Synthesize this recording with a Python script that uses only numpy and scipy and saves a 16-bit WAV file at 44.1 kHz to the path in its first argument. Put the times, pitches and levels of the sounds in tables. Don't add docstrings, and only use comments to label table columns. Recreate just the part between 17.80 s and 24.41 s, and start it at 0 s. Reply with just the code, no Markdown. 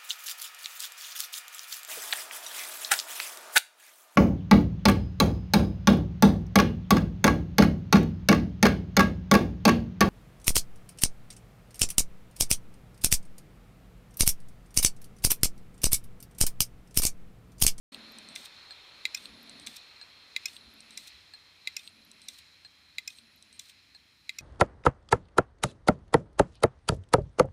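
import sys
import numpy as np
from scipy import signal
from scipy.fft import rfft, irfft, next_fast_len
from scipy.io import wavfile
from scipy.ndimage import uniform_filter1d

SR = 44100
rng = np.random.default_rng(int(sys.argv[2]) if len(sys.argv) > 2 else 0)


def generate_wav(sig):
    pcm = np.round(np.clip(np.atleast_2d(sig).T, -1, 1) * 32767).astype(np.int16)
    wavfile.write(sys.argv[1], SR, pcm)


N = 291501
TIME = np.arange(N) / SR
FIRST_TRY_S, RETRY_S = -0.0575, 1.30997
TRY_STARTS_S = np.arange(FIRST_TRY_S, N / SR, RETRY_S)
BRAKE_S = 0.2022

# extra load/dB, extra brake tap/dB, buffeting/dB, whine from close by/dB, background lift/factor
TRIES = [(-3.5, 1.4, -57, -82, 0.59), (-1, 1, -59.5, -76.5, 1.1), (1, -.5, -67, -79, 1.7),
         (-0.3, 2, -71, -80.5, 1.6), (0, -3.5, -74.5, -82, 1.08), (-0.5, 0, -78, -77, 1.1)]
EXTRA_LOAD_DB, EXTRA_TAP_DB, BUFFET_DB, WHINE_DB, BACKGROUND_LIFT = np.transpose(TRIES)
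# t/s, scrape/dB, clack delay/s, clack/dB, rasp/dB
SWEEPS = [(0.552, -42.5, 0.0077, -32, -37.5), (1.8635, -40, 0.007, -32.5, -39),
          (3.1725, -35, 0.0024, -38.5, -39.5), (4.483, -35, 0.0025, -41.5, -43),
          (5.7925, -37, 0.0029, -43.5, -44)]
# f/Hz, energy/dB, t60/s
SUSPENSION_MODES = [(2507, 1.5, 0.074), (3650, 4, 0.018), (4500, -7, 0.011), (5240, -5, .01),
                    (5930, -5, 0.013), (6900, -19, 0.006), (8400, -9, .014), (9000, -9, .008),
                    (13100, -14, 0.0027)]


def knocks():
    # f/Hz, energy/dB, t60/s
    stop_modes = [(2061, -1.5, 0.04), (2380, -3, 0.013), (2590, -5.5, 0.02), (2805, -15.5, 0.029),
                  (3343, -12, 0.044), (3580, -12.5, 0.023), (3900, -0.5, 0.021), (4250, -7.5, 0.006),
                  (4720, -9.5, 0.019), (5300, -15.5, 0.026), (5320, -20, .015), (6000, -21.5, 0.013),
                  (6710, -16.5, 0.013), (7120, -16.5, 0.012), (7860, -19.5, 0.017), (8630, -25, 0.013),
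                  (9100, -31, .018), (9560, -21.5, 0.013), (11300, -33.5, .01), (13900, -52, .008)]
    crack_db, crack_t60_s = -19.5, 0.041
    out = np.zeros(N)
    for s, db in each_try(after_s=0.0007, close_db=-19):
        blow = contact(np.ones(1), stop_modes, low_hz=1460)
        decay = from_db(-60 * TIME[:len(blow)] / crack_t60_s)
        crack = cut(rng.standard_normal(len(blow)), 870, "high") * decay
        add(out, s, from_db(db) * (blow + from_db(crack_db) * crack))
    return out


def swings():
    # f/Hz, energy/dB, t60/s
    load_modes = [(1640, -24.5, 0.047), (2076, -16.5, 0.051), (2509, -5, 0.05), (3374, -19, 0.029),
                  (3960, -12, 0.018), (4480, -16, 0.017), (5230, -2, 0.012), (5920, -8.5, 0.01),
                  (6910, -9.5, 0.016), (7460, -12.5, 0.017), (8350, -17.5, 0.032), (12600, -24.5, 0.009),
                  (13900, -19, 0.01)]
    sweep_modes = [(1600, -12.5, 0.069), (2057, -1, 0.05), (2390, -3, 0.02), (2740, -9, 0.045),
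                   (3510, -0.5, 0.032), (3920, -0.5, 0.035), (5060, -2, 0.0016), (6020, -3.5, 0.01),
                   (6530, -10.5, 0.011), (8020, -6.5, 0.0067), (8540, -9.5, 0.016), (9260, -6, 0.0072),
                   (11900, -17.5, 0.0074), (13300, -20, 0.0054)]
    # t into the move/s, relative level/dB
    load_rasp = [(0, -70), (.005, -32), (.035, -31), (.06, -34), (.11, -34), (.135, -56)]
    sweep_rasp = [(0, -57), (.006, -12.5), (.05, -19), (.09, -19), (.104, -8), (.112, -16.5), (.14, -41)]
    # f/Hz, relative density/dB
    rasp_spectrum = [(2000, -15), (3500, 6.5), (6000, 0), (7900, -3.5), (8450, 6.5), (8900, -2.5),
                     (11500, -8.5), (13000, -6), (15000, -11.5)]
    out, rasp_gain = np.zeros(N), np.zeros(N)
    for s, db in each_try(after_s=0.0926, close_db=-23.5 + EXTRA_LOAD_DB):
        add(out, s, rub(load_modes, db, length_s=0.0052, low_hz=1450))
        rasp_gain += envelope(load_rasp, s, db)
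    for s, scrape_db, delay_s, clack_db, rasp_db in SWEEPS:
        add(out, s, rub(sweep_modes, scrape_db, length_s=0.0058, low_hz=4400))
        add(out, s + delay_s, rub(sweep_modes, clack_db, length_s=0.00076, low_hz=1500))
        rasp_gain += envelope(sweep_rasp, s, rasp_db)
        add(out, s + 0.103, rub(SUSPENSION_MODES, rasp_db - 8, length_s=0.0051, low_hz=2230))
    grain = from_db(2.3 * drift(rate_hz=310))
    return out + rasp_gain * rms_one(grain * noise(rasp_spectrum))


def seeks():
    # t into the try/s, peak from close by/dB
    twitches = [(0.442, -42), (0.5443, -44.5)]
    # f/Hz, energy/dB, t60/s
    tap_modes = [(2700, -4.5, 0.0097), (3355, -2, 0.025), (3750, -0.5, 0.013), (4130, 2.5, 0.02),
                 (4500, -2, 0.011), (8360, -9, 0.033), (12800, -18, 0.012)]
    twitch_modes = [(3990, 7, 0.018), (6030, 2, 0.0069), (6900, -18, .008), (7800, -2.5, 0.017),
                    (8530, 6.5, 0.01), (9330, -10, .01), (12800, -23, 0.0036)]
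    ping_modes = [(11900, 0, 0.015), (12000, -2, 0.013)]
    out = np.zeros(N)
    for s, db in each_try(after_s=0.1188, close_db=-40):
        add(out, s, rub(SUSPENSION_MODES, db, length_s=0.0057, low_hz=1970))
    for s, db in each_try(after_s=BRAKE_S, close_db=-36 + EXTRA_TAP_DB):
        add(out, s, rub(tap_modes, db, length_s=0.0019, low_hz=1200))
    for after_s, close_db in twitches:
        for s, db in each_try(after_s, close_db):
            add(out, s, rub(twitch_modes, db, length_s=0.00236, low_hz=2500))
    for s, db in each_try(after_s=0.3748, close_db=-55.5):
        add(out, s, rub(ping_modes, db, length_s=0.0022, low_hz=5000))
    return out


def servo():
    # t/s, peak/dB
    rests = [(0.9065, -42), (2.212, -42.5), (3.5357, -45), (4.8474, -47), (6.147, -48.5)]
    # f/Hz, energy/dB, t60/s
    thud_modes = [(765, -5.5, 0.023), (1690, 2, 0.043), (2700, 0.5, 0.015), (3620, 1, .01),
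                  (3930, 7, 0.011), (4680, 4.5, 0.014), (7800, -4, 0.0037)]
    sing_modes = [(8500, 0, 0.02)]
    # f/Hz, relative level/dB
    hold_tones = [(4180, -1), (8360, -20)]
    hold = signal.windows.tukey(int(0.022 * SR), 0.25)
    out = np.zeros(N)
    for s, db in rests:
        add(out, s, rub(thud_modes, db, length_s=0.0032, low_hz=400))
        jitter_s = np.cumsum(rng.normal(0, 1.2e-6, len(hold)))
        rad_per_hz = 2 * np.pi * (TIME[:len(hold)] + jitter_s)
        buzz = sum(from_db(db + tone_db) * np.sin(hz * rad_per_hz) for hz, tone_db in hold_tones)
        add(out, s, hold * buzz)
    for s in TRY_STARTS_S + BRAKE_S:
        add(out, s - 0.04, rub(sing_modes, peak_db=-58.5, length_s=0.064, low_hz=5000))
    for s, *_ in SWEEPS:
        add(out, s - 0.062, rub(sing_modes, peak_db=-60, length_s=0.038, low_hz=5000))
    return out


def windage(lift_db):
    # f/Hz, relative density/dB
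    rush_spectrum = [(150, -8), (350, -2), (700, -2.5), (1300, 1.5), (1800, -3), (2600, -5.5), (4000, -47)]
    hiss_spectrum = [(3500, -20), (4700, 1.5), (5400, 2), (5900, -5.5), (6400, -6), (7000, -6.5),
                     (7800, -11.5), (8700, -11), (10000, -15.5), (12000, -19.5), (15000, -26)]
    # f/Hz, width per stage/Hz, close level/dB, nearness slope/(dB/dB), lift share
    platter_modes = [(1960, 970, -64, 0.42, 0.82), (2480, 640, -62.5, 0.48, 1),
                     (3250, 680, -63.5, 0.5, 0.34), (3650, 300, -61.5, 1, 0.78),
                     (4060, 400, -59, 0.4, 0.87), (4224, 320, -58.5, 0.85, 0.64)]
    near_db = nearness_db(TIME)
    rush = from_db(-60 + 0.72 * near_db) * noise(rush_spectrum)
    hiss_db = -65.5 + 0.36 * near_db + 0.9 * lift_db + 0.52 * drift(rate_hz=120)
    hiss = from_db(hiss_db) * noise(hiss_spectrum)
    whir = np.zeros(N)
    for hz, width_hz, db, slope, share in platter_modes:
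        mode_db = db + slope * near_db + share * lift_db + 1.3 * drift(rate_hz=20)
        band = resonate(rng.standard_normal(N), hz, width_hz)
        whir += from_db(mode_db) * rms_one(resonate(band, hz, width_hz))
    return rush + hiss + whir


def background_lift_db():
    # t into the try/s, width/s, nominal rise/dB
    rises = [(.07, 0.1, 3.6), (.69, 0.21, 3)]
    return sum(factor * db * np.exp(-((TIME - start_s - after_s) / width_s) ** 2)
               for start_s, factor in zip(TRY_STARTS_S, BACKGROUND_LIFT)
               for after_s, width_s, db in rises)


def buffeting():
    # f/Hz, relative density/dB
    spectrum = [(100, -23), (170, -9.5), (205, -5.5), (227, 4.5), (252, -3.5), (280, -3.5), (330, -11.5),
                (500, -16.5), (650, -12.5), (1500, -51)]
    hovering = gate_tries(from_s=0.14, to_s=0.675, fade_s=0.085, levels_db=BUFFET_DB)
    return hovering * from_db(1.6 * drift(rate_hz=25)) * noise(spectrum)


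def motor():
    orders = [1, 114, 144, 168]
    levels_db = [-78, -89, -87, -100]
    spin_hz, whine_order, rest_order, idle_whine_db = 90.08, 120, 36, -83.5
    near_db = nearness_db(TIME)
    speed_hz = spin_hz * (1 + 0.00027 * drift(rate_hz=6.8))
    angle = 2 * np.pi * np.cumsum(speed_hz) / SR
    tones = sum(from_db(db + 2 * drift(rate_hz=23)) * np.sin(order * angle)
                for order, db in zip(orders, levels_db))
    loaded = gate_tries(from_s=0.057, to_s=0.74, fade_s=0.03, levels_db=WHINE_DB)
    whine = (from_db(idle_whine_db) + loaded) * np.sin(whine_order * angle)
    resting = gate_tries(from_s=0.98, to_s=1.2, fade_s=0.033)
    rest_tone = from_db(-66 + 0.63 * near_db) * resting * np.sin(rest_order * angle)
    return np.sqrt(2) * (from_db(0.19 * near_db) * (tones + whine) + rest_tone)


def rumble():
    # f/Hz, relative density/dB
    spectrum = [(20, -48), (32, -31), (45, -15), (65, 3), (100, -3.5), (150, -4.5), (300, -6.5), (600, -38),
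                (1200, -29)]
    # t/s, peak/dB
    bumps = [(1.48, -58), (2.84, -57.5), (3.31, -61)]
    bump_modes = [(45, -2, 0.066), (69.6, 7, 0.12)]  # f/Hz, energy/dB, t60/s
    out = from_db(-73) * noise(spectrum)
    for s, db in bumps:
        add(out, s, rub(bump_modes, db, length_s=0.038, low_hz=32))
    return out


def reflections(x, t60_s=0.09, gap_s=0.002):
    t = TIME[:SR // 3]
    tail = cut(rng.standard_normal(len(t)), 7000, "low") * from_db(-60 * t / t60_s) * (t > gap_s)
    return signal.fftconvolve(x, tail / np.sqrt(np.sum(tail ** 2)))[:N]


def nearness_db(s):
    # t/s, level/dB
    retreat = [(0.3, -59.5), (1.52, -62.5), (2.18, -65.5), (3.74, -71.5), (4.17, -73.5), (6.45, -80.5)]
    times_s, db = np.transpose(retreat)
    return np.interp(s, times_s, db - db[0])


def each_try(after_s, close_db):
    times_s = TRY_STARTS_S + after_s
    return zip(times_s, close_db + 0.34 * nearness_db(times_s))


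def gate_tries(from_s, to_s, fade_s, levels_db=0):
    out = np.zeros(N)
    for start_s, db in np.broadcast(TRY_STARTS_S, levels_db):
        inside_s = np.minimum(TIME - start_s - from_s, start_s + to_s - TIME)
        out += from_db(db) * np.clip(inside_s / fade_s + 0.5, 0, 1)
    return out


def envelope(shape, start_s, db):
    return from_db(db + np.interp(TIME - start_s, *np.transpose(shape), left=-200, right=-200))


def rub(modes, peak_db, length_s, low_hz):
    count = max(int(length_s * SR), 8)
    force = rng.standard_normal(count) * np.sin(np.pi * np.arange(count) / count) ** 0.7
    return from_db(peak_db) * contact(force, modes, low_hz)


def contact(force, modes, low_hz):
    force = np.pad(force, (0, SR // 10))
    rings = sum((-1) ** k * from_db(db) * rms_one(resonate(force, hz, np.log(1000) / np.pi / t60_s))
                for k, (hz, db, t60_s) in enumerate(modes))
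    rings = cut(rings, low_hz, "high", order=3)
    return rings / np.sqrt(uniform_filter1d(rings ** 2, size=88).max())


def noise(spectrum):
    hz, db = np.transpose(spectrum)
    size = next_fast_len(N)
    bins_hz = np.arange(size // 2 + 1) * SR / size
    gain = from_db(np.interp(np.log(bins_hz + 1), np.log(hz), db))
    return rms_one(irfft(rfft(rng.standard_normal(size)) * gain, size)[:N])


def drift(rate_hz):
    knots = rng.standard_normal(int(N / SR * rate_hz) + 2)
    return rms_one(np.interp(TIME * rate_hz, np.arange(len(knots)), knots))


def resonate(x, hz, width_hz):
    r = np.exp(-np.pi * width_hz / SR)
    feedback = [1, -2 * r * np.cos(2 * np.pi * hz / SR), r * r]
    return signal.lfilter(np.array([1, 0, -1]) * (1 - r * r) / 2, feedback, x)


def cut(x, hz, kind, order=2):
    return signal.sosfilt(signal.butter(order, hz, kind, fs=SR, output="sos"), x)


def add(out, s, sound):
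    at = int(s * SR)
    if 0 <= at < N:
        out[at:at + len(sound)] += sound[:N - at]


def from_db(db):
    return 10 ** (np.asarray(db) / 20)


def rms_one(x):
    return x / np.sqrt(np.mean(x ** 2) + 1e-20)


def scene():
    arm = knocks() + swings() + seeks() + servo()
    arm += from_db(-20) * reflections(arm)
    return (arm + windage(background_lift_db()) + buffeting() + motor() + rumble())[None]


def record(dry):
    open_s, fade_s, cutoff_hz = 0.1192, 0.0032, 15500
    opened = dry * np.clip((TIME - open_s) / fade_s, 0, 1)
    return signal.sosfilt(signal.ellip(10, 0.1, 70, cutoff_hz, fs=SR, output="sos"), opened)


dry = scene()
out = record(dry)
generate_wav(out)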